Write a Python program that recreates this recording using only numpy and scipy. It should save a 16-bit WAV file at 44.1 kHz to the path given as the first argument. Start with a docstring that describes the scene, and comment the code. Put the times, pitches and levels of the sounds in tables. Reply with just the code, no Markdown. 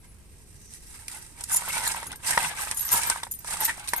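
"""A hand sweeps and turns spiced crab pieces on a steel plate, close by, in a quiet yard.
First a small bird chirps far away and a thin hiss swells and fades, while faint strokes begin: stick-slip
friction of shell on metal, exciting the plate's drifting modes. From about 1.4 s the strokes grow loud;
pieces snap, rasp, screech and knock, hardest at 2.4 s. Then bangles on the wrist collide most often,
ringing in their high modes, and the sweeping goes on to a last sharp knock at 3.9 s."""
import sys
import numpy as np
from scipy import signal
from scipy.fft import rfft, irfft
from scipy.io import wavfile
from scipy.ndimage import uniform_filter1d

SR = 44100
rng = np.random.default_rng(int(sys.argv[2]) if len(sys.argv) > 2 else 0)


def int16_out(signal):
    """Quantize to a 16-bit WAV file."""
    q = np.round(np.clip(np.atleast_2d(signal).T, -1, 1) * 32767)
    wavfile.write(sys.argv[1], SR, q.astype(np.int16))


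N = 176400

# strokes of the hand: t/s, rubbing level/dB, rustle level/dB
STROKE_LEVELS = [(0.0, -66, -58.5), (0.114, -68, -63), (0.389, -69, -57), (0.682, -77, -55),
                 (0.748, -67, -45), (0.814, -82, -54.5), (0.83, -72, -51), (0.956, -52.5, -44),
                 (1.07, -59, -52.5), (1.088, -57, -42.5), (1.153, -45, -40.5), (1.189, -53, -44.5),
                 (1.303, -65, -52.5), (1.357, -57.5, -52.5), (1.411, -42.5, -42.5), (1.472, -66, -48),
                 (1.488, -48, -40), (1.514, -36, -32.5), (1.648, -43, -37.5), (1.69, -36.5, -33),
                 (1.768, -33.5, -31.5), (1.816, -36, -33.5), (1.879, -33, -28.5), (2.025, -41, -43),
                 (2.085, -45.5, -46), (2.132, -39.5, -54), (2.175, -63, -56), (2.205, -53, -54),
                 (2.217, -62, -53), (2.249, -35, -35), (2.278, -39.5, -25), (2.295, -29.5, -23),
                 (2.355, -32.5, -33.5), (2.455, -31, -28.5), (2.546, -39.5, -44), (2.56, -36.5, -37.5),
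                 (2.614, -37, -31.5), (2.723, -39.5, -38.5), (2.746, -51, -45.5), (2.818, -47, -36),
                 (2.889, -40.5, -36.5), (2.901, -43.5, -37), (2.923, -32, -28), (2.973, -31.5, -27.5),
                 (3.105, -36.5, -34), (3.171, -38.5, -37.5), (3.213, -45, -49.5), (3.254, -51, -44.5),
                 (3.297, -74, -57), (3.433, -60, -50), (3.471, -45.5, -34.5), (3.537, -32.5, -32.5),
                 (3.593, -43, -38), (3.613, -34.5, -30), (3.632, -36, -31), (3.655, -40, -27.5),
                 (3.677, -44, -33.5), (3.694, -32, -32.5), (3.761, -48, -45), (3.781, -47, -46),
                 (3.817, -42, -49.5), (3.919, -52.5, -43), (3.961, -35.5, -44), (3.985, -46, -49)]
# spectra of shell on steel and of shell on shell: f/Hz, level/dB
RUB_SPECTRUM = [(100, 1.5), (350, -23), (700, -2.5), (930, 9), (1250, -5.5), (1700, -4.5), (2200, -0.5),
                (2900, -4.5), (4200, -3.5), (7000, -20), (15000, -72)]
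RUSTLE_SPECTRUM = [(300, -47.5), (2000, -1.5), (3400, -13.5), (5500, -1.5), (7300, 7.5), (8600, 4.5),
                   (10300, -5), (12000, -7), (14200, -9), (16000, -60)]
def rubbing(t):
    """Stick-slip friction: dense slips of shell on steel and on shell merge into noise at each stroke."""
    when, rub_db, rustle_db = np.array(STROKE_LEVELS).T
    grit = slips(per_s=3500, spread_db=1, decay_s=0.00073) * undb(3 * walk(60))
    rub = undb(-7.5) * unit(colour(grit, RUB_SPECTRUM)) + undb(-4.5) * unit(plate(grit))
    fine_slips = slips(per_s=4800, spread_db=6, decay_s=0.0019) + grit * .5
    rustle = unit(colour(shimmer(fine_slips), RUSTLE_SPECTRUM))
    finger_drag = unit(resonate(noise(N), hz=156, t60=0.043))
    crunch = shell_bits(per_s=340, low_hz=1077, high_hz=2696, cycles=6.7, spread_db=4)
    ticks = shell_bits(per_s=640, low_hz=5610, high_hz=12000, cycles=28, spread_db=3.5)
    rub = rub + undb(-19) * finger_drag + undb(-8.5) * crunch
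    rustle = rustle + undb(-10) * ticks
    return rub * undb(np.interp(t, when, rub_db)) + rustle * undb(np.interp(t, when, rustle_db))


def slips(per_s, spread_db, decay_s):
    """Shot noise: slips of unequal size come at random times, and their decaying energies add."""
    onsets = rng.random(N) < per_s / SR
    sizes = onsets * undb(spread_db * np.minimum(rng.exponential(size=N), 5))
    energy = signal.lfilter([1], [1, -np.exp(-2 / (decay_s * SR))], sizes ** 2 + 1e-12)
    return unit(np.sqrt(energy) * noise(N))


# modes of the loaded plate: f/Hz, level/dB, T60/s
PLATE_MODES = [(864, -19.5, 0.037), (905.6, 1, 0.065), (974, -1, 0.041), (1316, -3.5, 0.052),
               (1594, 3.5, 0.048), (2047, 2.5, 0.04), (2195, -2.5, 0.075)]
def plate(x, drift=0.033, swell_db=4.5):
    """Forced vibration: moving fingers load the plate, so each mode drifts in frequency and strength."""
    out = 0
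    for hz, db, t60 in PLATE_MODES:
        drive = x * undb(db + swell_db * np.clip(walk(30), -2, 2))
        out = out + resonate(drive, hz * (1 + drift * walk(14)), t60)
    return out


def shimmer(x, decay_s=0.0082):
    """High modal density: the plate's countless weak modes give each slip a short noisy tail."""
    t = np.arange(SR // 15) / SR
    tail = noise(len(t)) * np.exp(-t / decay_s)
    tail /= np.sqrt(np.sum(tail ** 2) / 2)
    return x + undb(13) * signal.fftconvolve(x, tail, axes=1)[:, :N]


def shell_bits(per_s, low_hz, high_hz, cycles, spread_db):
    """Damped free vibration: hollow bits of shell collide, each ringing at its natural frequency."""
    out, t = np.zeros((2, N)), np.arange(SR // 40) / SR
    for when, pitch, size, side, turn in rng.random((int(per_s * N / SR), 5)):
        hz = low_hz * (high_hz / low_hz) ** pitch
        gain = undb(-spread_db * np.log(max(size, .015))) * np.sqrt([[side], [1 - side]])
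        port_phase = np.array([[0], [(turn - .5) * min(hz / 500, 2 * np.pi)]])
        envelope = np.exp(-t * hz / cycles) * (1 - np.exp(-t * hz))
        add(out, when * N / SR, gain * np.sin(2 * np.pi * hz * t + port_phase) * envelope)
    return unit(out)


# shell points skidding on steel: peak t/s, half-width/s, level/dB
SCREECH_SWELLS = [(1.44, 0.0053, -37), (1.531, 0.015, -25), (1.546, 0.0039, -21.5), (1.568, 0.0086, -19),
                  (1.878, 0.0032, -23), (2.779, 0.012, -31), (2.931, 0.017, -24), (2.977, 0.021, -28),
                  (3.322, 0.0097, -34), (3.658, 0.0063, -30), (3.903, 0.0093, -43)]
# spectrum of a hard contact on steel: f/Hz, level/dB
SCREECH_SPECTRUM = [(500, -28), (4000, -24.5), (6500, 0.5), (8600, 4), (11000, 6), (12800, 1), (14500, -9)]
# high modes of the steel: f/Hz, level/dB, T60/s
STEEL_MODES = [(5700, -12, .04), (7140, 25, 0.057), (9400, 7, 0.021), (8170, -24, .04), (9940, 2, .05),
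               (9460, -14, .05), (10130, -19, .05), (10200, -22, 0.034), (10800, -17, .05),
               (11200, -4, .05), (12400, 4, 0.095), (12800, -14, .05), (13620, -9, .05)]
def screeches(t):
    """Frictional excitation: a hard point judders over the metal and rings its high modes."""
    envelope = sum(swell(t, *row) for row in SCREECH_SWELLS)
    judder = envelope * unit(colour(slips(per_s=2200, spread_db=0.5, decay_s=0.00016), SCREECH_SPECTRUM))
    return undb(0.5) * (judder + judder.std() * unit(ring(judder, STEEL_MODES)))


# hard drags of shell: peak t/s, half-width/s, level/dB, f/Hz
RASP_SWELLS = [(1.507, 0.013, -43, 1670), (1.57, 0.013, -39, 5900), (1.8, 0.013, -43, 5300),
               (1.875, .012, -38, 4100), (1.862, 0.019, -37, 1700), (2.33, 0.022, -29.5, 1750),
               (2.3, .025, -37, 5100), (2.9, 0.02, -32.5, 6100), (2.992, 0.025, -37, 6700),
               (2.4, 0.027, -61, 4400), (3.698, 0.017, -31, 1840)]
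def rasps(t, q=16):
    """Resonance driven by stick-slip: a dragged shell rings at its own unsteady frequency."""
    out, drag = 0, slips(per_s=1900, spread_db=4.5, decay_s=0.00017)
    wander = 1 + 0.01 * walk(50)
    for at, half, db, hz in RASP_SWELLS:
        ringing = resonate(drag, hz * wander, t60=np.log(1000) * q / (np.pi * hz))
        out = out + swell(t, at, half, db) * unit(ringing)
    return out


# pieces striking the plate: t/s, level/dB, left minus right/dB
KNOCK_IMPACTS = [(1.545, -27.5, 0), (1.621, -28, -4), (1.679, -27, -2), (1.768, -25, -4), (1.872, -25.5, 2),
                 (1.946, -27, -2), (2.029, -25.5, -1), (2.115, -37, 1), (2.3754, -7.5, 1.5),
                 (2.672, -27, 1), (2.991, -26, -1), (3.099, -21.5, 2.5), (3.159, -27.5, -3),
                 (3.232, -25, 2), (3.268, -32.5, -3), (3.446, -31.5, -1), (3.487, -33.5, 2),
                 (3.541, -25.5, -4), (3.61, -27, -2), (3.778, -32, -1), (3.9342, -13.5, 0.5)]
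# spectrum of their rattle: f/Hz, level/dB
RATTLE_SPECTRUM = [(60, -72.5), (180, -19), (450, -9.5), (650, -6), (900, 5.5), (1300, -3.5), (2000, -2.5),
                   (3000, -23.5), (6000, -21), (15000, -69)]
def knocks(dent_hz=940, dent_s=0.0045, rattle_s=0.0061):
    """Impulse response: a dropped piece flexes the damped plate, rings its modes and rattles briefly."""
    out, t = np.zeros((2, N)), np.arange(SR // 6) / SR
    impulse = np.array([t == 0, t == 0], float)
    ringing = ring(impulse, PLATE_MODES)
    dent = np.sin(2 * np.pi * dent_hz * t) * np.exp(-t / dent_s)
    blow = undb(-2.5) * dent + undb(-22) * ringing / abs(ringing).max()
    for at, db, pan_db in KNOCK_IMPACTS:
        rattle = unit(colour(noise(len(t)), RATTLE_SPECTRUM)) * np.exp(-t / rattle_s)
        gain = undb(db + np.array([[pan_db], [-pan_db]]) / 2)
        add(out, at, gain * (blow + undb(-5.5) * rattle))
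    return out


# shell edges snapping: t/s, level/dB, shell resonance f/Hz
SHELL_SNAPS = [(.737, -34.5, 9000), (1.0815, -24.5, 2360), (1.408, -27, 8400), (1.438, -21.5, 8300),
               (1.496, -26.5, 8900), (2, -34, 8500), (2.029, -31.5, 5000), (2.044, -40, 8450),
               (2.067, -33.5, 10200), (2.117, -28.5, 3500), (2.127, -29.5, 6460), (2.159, -35.5, 8850),
               (2.3768, -19.5, 1880), (2.712, -16.5, 2050), (3.033, -17.5, 9000), (3.099, -10.5, 8870),
               (3.233, -24, 3630), (3.445, -34.5, 9300), (3.796, -32, 9250), (3.875, -25.5, 3930),
               (3.882, -23, 2400), (3.888, -21.5, 4020), (3.9349, -17.5, 12700)]
# spectrum of the crack: f/Hz, level/dB
CRACK_SPECTRUM = [(300, -7.5), (1000, -20.5), (3000, -12), (6000, 8.5), (9000, 10.5), (11500, -3.5),
                  (15000, -4)]
def snaps(rise_s=0.0003, decay_s=0.0024, tail_s=0.012, q=19):
    """Release of elastic energy: thin shell flicks free with a crack coloured by its own resonance."""
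    out, t = np.zeros((2, N)), np.arange(SR // 12) / SR
    envelope = (np.exp(-t / decay_s) + undb(-12) * np.exp(-t / tail_s)) * (1 - np.exp(-t / rise_s))
    for at, db, hz in SHELL_SNAPS:
        burst = noise(len(t))
        ringing = resonate(burst, hz, t60=np.log(1000) * q / (np.pi * hz))
        crack = unit(colour(burst, CRACK_SPECTRUM)) + undb(-8) * unit(ringing)
        add(out, at, undb(db - 2.5) * crack * envelope)
    return out


# bangles colliding: t/s, level/dB, favoured f/Hz
BANGLE_CLINKS = [(1.684, -26, 11200), (1.899, -41, 11900), (2.067, -33, 10400), (2.156, -39, 12300),
                 (2.602, -34, 12100), (2.617, -29, 12300), (2.743, -31.5, 11080), (2.77, -22.5, 9400),
                 (2.792, -21.5, 12000), (2.8065, -18, 11340), (2.85, -24, 12200), (2.864, -26.5, 10200),
                 (2.879, -27, 11500), (2.915, -18, 11600), (2.927, -11.5, 12100), (3.061, -32, 12000),
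                 (3.071, -20.5, 12100), (3.311, -26, 12800), (3.337, -30, 12000), (3.347, -33, 9400),
                 (3.388, -33, 12000), (3.604, -19, 11830), (3.644, -22, 12200), (3.65, -21, 11650),
                 (3.655, -30, 10800), (3.89, -35, 12200), (3.962, -22.5, 12300), (3.9755, -23.5, 12400)]
# modes of the bangles: f/Hz, level/dB, T60/s
BANGLE_MODES = [(5100, -21, 0.12), (6560, 4, 0.11), (8170, -31, .04), (9400, -3.5, 0.09),
                (10450, -8, 0.059), (10700, -9, 0.077), (11420, -1, 0.1), (12080, 4, 0.073),
                (12110, -8, 0.089), (12870, 4, 0.053), (13300, -31, 0.044)]
def bangles(touches=3, bounce_s=0.014, bounce_db=-13.5, rise_s=0.00082, chatter_s=0.0018):
    """Inelastic rebound: bangles touch ever more weakly, each time with a different mix of modes."""
    out, t = np.zeros((2, N)), np.arange(SR // 6) / SR
    detune, scatter_db, focus_db, focus_width_hz = 0.0052, 3, 16, 450
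    envelope = np.exp(-t / chatter_s) * (1 - np.exp(-t / rise_s)) ** 2
    for at, db, favoured_hz in BANGLE_CLINKS:
        for bounce in range(touches):
            touch = rng.standard_normal((2, len(t))) * envelope
            modes = []
            for hz, mode_db, t60 in BANGLE_MODES:
                mode_db += focus_db * np.exp(-((hz - favoured_hz) / focus_width_hz) ** 2)
                modes.append((hz * rng.normal(1, detune), rng.normal(mode_db, scatter_db), t60))
            ringing = ring(touch, modes)
            clink = ringing / abs(ringing).max() + undb(-18) * colour(touch, SCREECH_SPECTRUM)
            add(out, at, undb(db + 3.5 + bounce * bounce_db) * clink)
            at += bounce_s * (.5 + rng.random())
    return out


# heel of the hand on the plate, and at 2.376 s the low thud of the hardest knock: peak t/s, half-width/s,
# level/dB
PRESS_SWELLS = [(1.572, 0.018, -51), (2.108, 0.081, -49), (2.376, 0.0033, -31), (2.947, 0.015, -37)]
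# spectrum of the bump: f/Hz, level/dB
PRESS_SPECTRUM = [(40, -6), (130, 4.5), (300, -4), (450, -2.5), (900, -38), (4000, -77)]
def presses(t):
    """Compliant contact: the soft hand bears down, and the hardest knock thuds, mainly in low frequencies."""
    return sum(swell(t, *row) for row in PRESS_SWELLS) * unit(colour(noise(N), PRESS_SPECTRUM))


# spectrum of the yard: f/Hz, level/dB
YARD_SPECTRUM = [(25, -6), (60, 2), (140, -7.5), (280, -16.5), (420, -17.5), (600, -28), (1000, -33),
                 (1700, -42), (2400, -34.5), (3300, -45), (6000, -37), (9000, -40), (14000, -41)]
def yard():
    """Ambient noise: low outdoor rumble and faint hiss, only partly coherent between the ports."""
    air = noise(N) + undb(-7) * rng.standard_normal((2, N))
    return undb(-49 + 0.057 * walk(4.9)) * unit(colour(air, YARD_SPECTRUM))


# chirps: t/s, duration/s, start f/Hz, end f/Hz, level/dB
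BIRD_CHIRPS = [(-.01, 0.041, 11300, 11100, -64), (0.056, 0.092, 11060, 10200, -61)]
def bird(t):
    """Frequency modulation: a distant bird's thin tone wavers and glides downward."""
    out, waver = 0, 1 + 0.0046 * walk(195)
    for at, length, start_hz, end_hz, db in BIRD_CHIRPS:
        progress = np.clip((t - at) / length, 0, 1)
        hz = (start_hz + (end_hz - start_hz) * progress ** 2) * waver
        out = out + undb(db) * np.sin(np.pi * progress) * np.sin(2 * np.pi * np.cumsum(hz) / SR)
    return out


# spectrum of the far hiss: f/Hz, level/dB
HISS_SPECTRUM = [(3000, -45), (5200, -10), (5900, 6), (6400, 8), (7200, -17), (11000, -43)]
def far_hiss(t):
    """Narrow-band noise: a soft hiss swells and fades far off."""
    return swell(t, at=0.7, half_s=0.11, db=-53) * unit(colour(noise(N), HISS_SPECTRUM))


def undb(db):
    """Amplitude ratio of a level in decibels."""
    return 10 ** (np.asarray(db) / 20)


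def unit(x):
    """Normalisation to rms 1."""
    return x / np.sqrt(np.mean(x ** 2))


def swell(t, at, half_s, db):
    """Gaussian envelope, down to 1/e at half_s either side of its peak."""
    return undb(db) * np.exp(-((t - at) / half_s) ** 2)


def colour(x, points, size=4096):
    """Minimum-phase filter through (f/Hz, level/dB) points, by folding the cepstrum."""
    hz, db = np.array(points, float).T
    log_hz = np.log(np.arange(size // 2 + 1) * SR / size + 1)
    cepstrum = irfft(np.interp(log_hz, np.log(hz), db) * np.log(10) / 20)
    cepstrum[1:size // 2] *= 2
    cepstrum[size // 2 + 1:] = 0
    response = irfft(np.exp(rfft(cepstrum)))
    return signal.fftconvolve(x, response[None], axes=1)[:, :x.shape[1]]


def ring(x, modes):
    """Modal superposition: convolution with damped sinusoids (f/Hz, level/dB, T60/s)."""
    t = np.arange(SR // 5) / SR
    response = sum(undb(db - 60 * t / t60) * np.sin(2 * np.pi * hz * t) for hz, db, t60 in modes)
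    return signal.fftconvolve(x, response[None], axes=1)[:, :x.shape[1]]


def resonate(x, hz, t60):
    """Driven damped oscillator whose natural frequency may vary."""
    phasor = np.exp(2j * np.pi * np.cumsum(hz * np.ones(x.shape[1])) / SR)
    pole = np.exp(-np.log(1000) / (t60 * SR))
    return (phasor * signal.lfilter([1], [1, -pole], x / phasor)).imag


def noise(size, corner_hz=1920):
    """Spatial coherence: white noise at two ports, alike in the bass and unrelated in the treble."""
    mid, side = rfft(rng.standard_normal((2, size)))
    coherence = .85 / (1 + (np.fft.rfftfreq(size, 1 / SR) / corner_hz) ** 2)
    mid, side = mid * np.sqrt(1 + coherence), side * np.sqrt(1 - coherence)
    return irfft(np.array([mid + side, mid - side]), size) / np.sqrt(2)


def walk(per_s):
    """Smooth random modulation of rms 1."""
    step = int(SR / per_s)
    path = np.interp(np.arange(N) / step, np.arange(N // 50), rng.standard_normal(N // 50))
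    return unit(uniform_filter1d(path, step // 2))


def add(out, start, sound):
    """Superposition of a sound from its start time."""
    i = max(int(start * SR), 0)
    out[:, i:i + sound.shape[1]] += sound[:, :max(N - i, 0)]


def scene(lag_s=0.00013):
    """Path difference: the plate lies slightly to the right, so its sound reaches the left port later."""
    t = np.arange(N) / SR
    left, right = rubbing(t) + screeches(t) + rasps(t) + knocks() + snaps() + bangles() + presses(t)
    return np.array([np.interp(t - lag_s, t, left), right]) + yard() + bird(t) + far_hiss(t)


# responses of the two microphone ports: f/Hz, level/dB
LEFT_RESPONSE = [(400, -3), (1000, 1.5), (2100, 2.5), (3200, 8), (5400, 2.5), (6300, -5), (7500, -9.5),
                 (8450, -2.5), (9400, 2.5), (10300, 9), (14000, 1.5)]
RIGHT_RESPONSE = [(400, -2), (1000, 1), (2100, -0.5), (3200, 6.5), (5400, 0.5), (6300, -4), (7500, -3),
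                  (8450, 4.5), (9400, 5), (10300, 3), (14000, -2)]
def record(dry, cutoff_hz=14300):
    """Frequency response: each port colours the sound in its own way, and a low-pass cuts the top."""
    heard = np.vstack([colour(dry[:1], LEFT_RESPONSE), colour(dry[1:], RIGHT_RESPONSE)])
    return signal.sosfilt(signal.ellip(8, .2, 70, cutoff_hz, fs=SR, output="sos"), heard)


dry = scene()
out = record(dry)
int16_out(out)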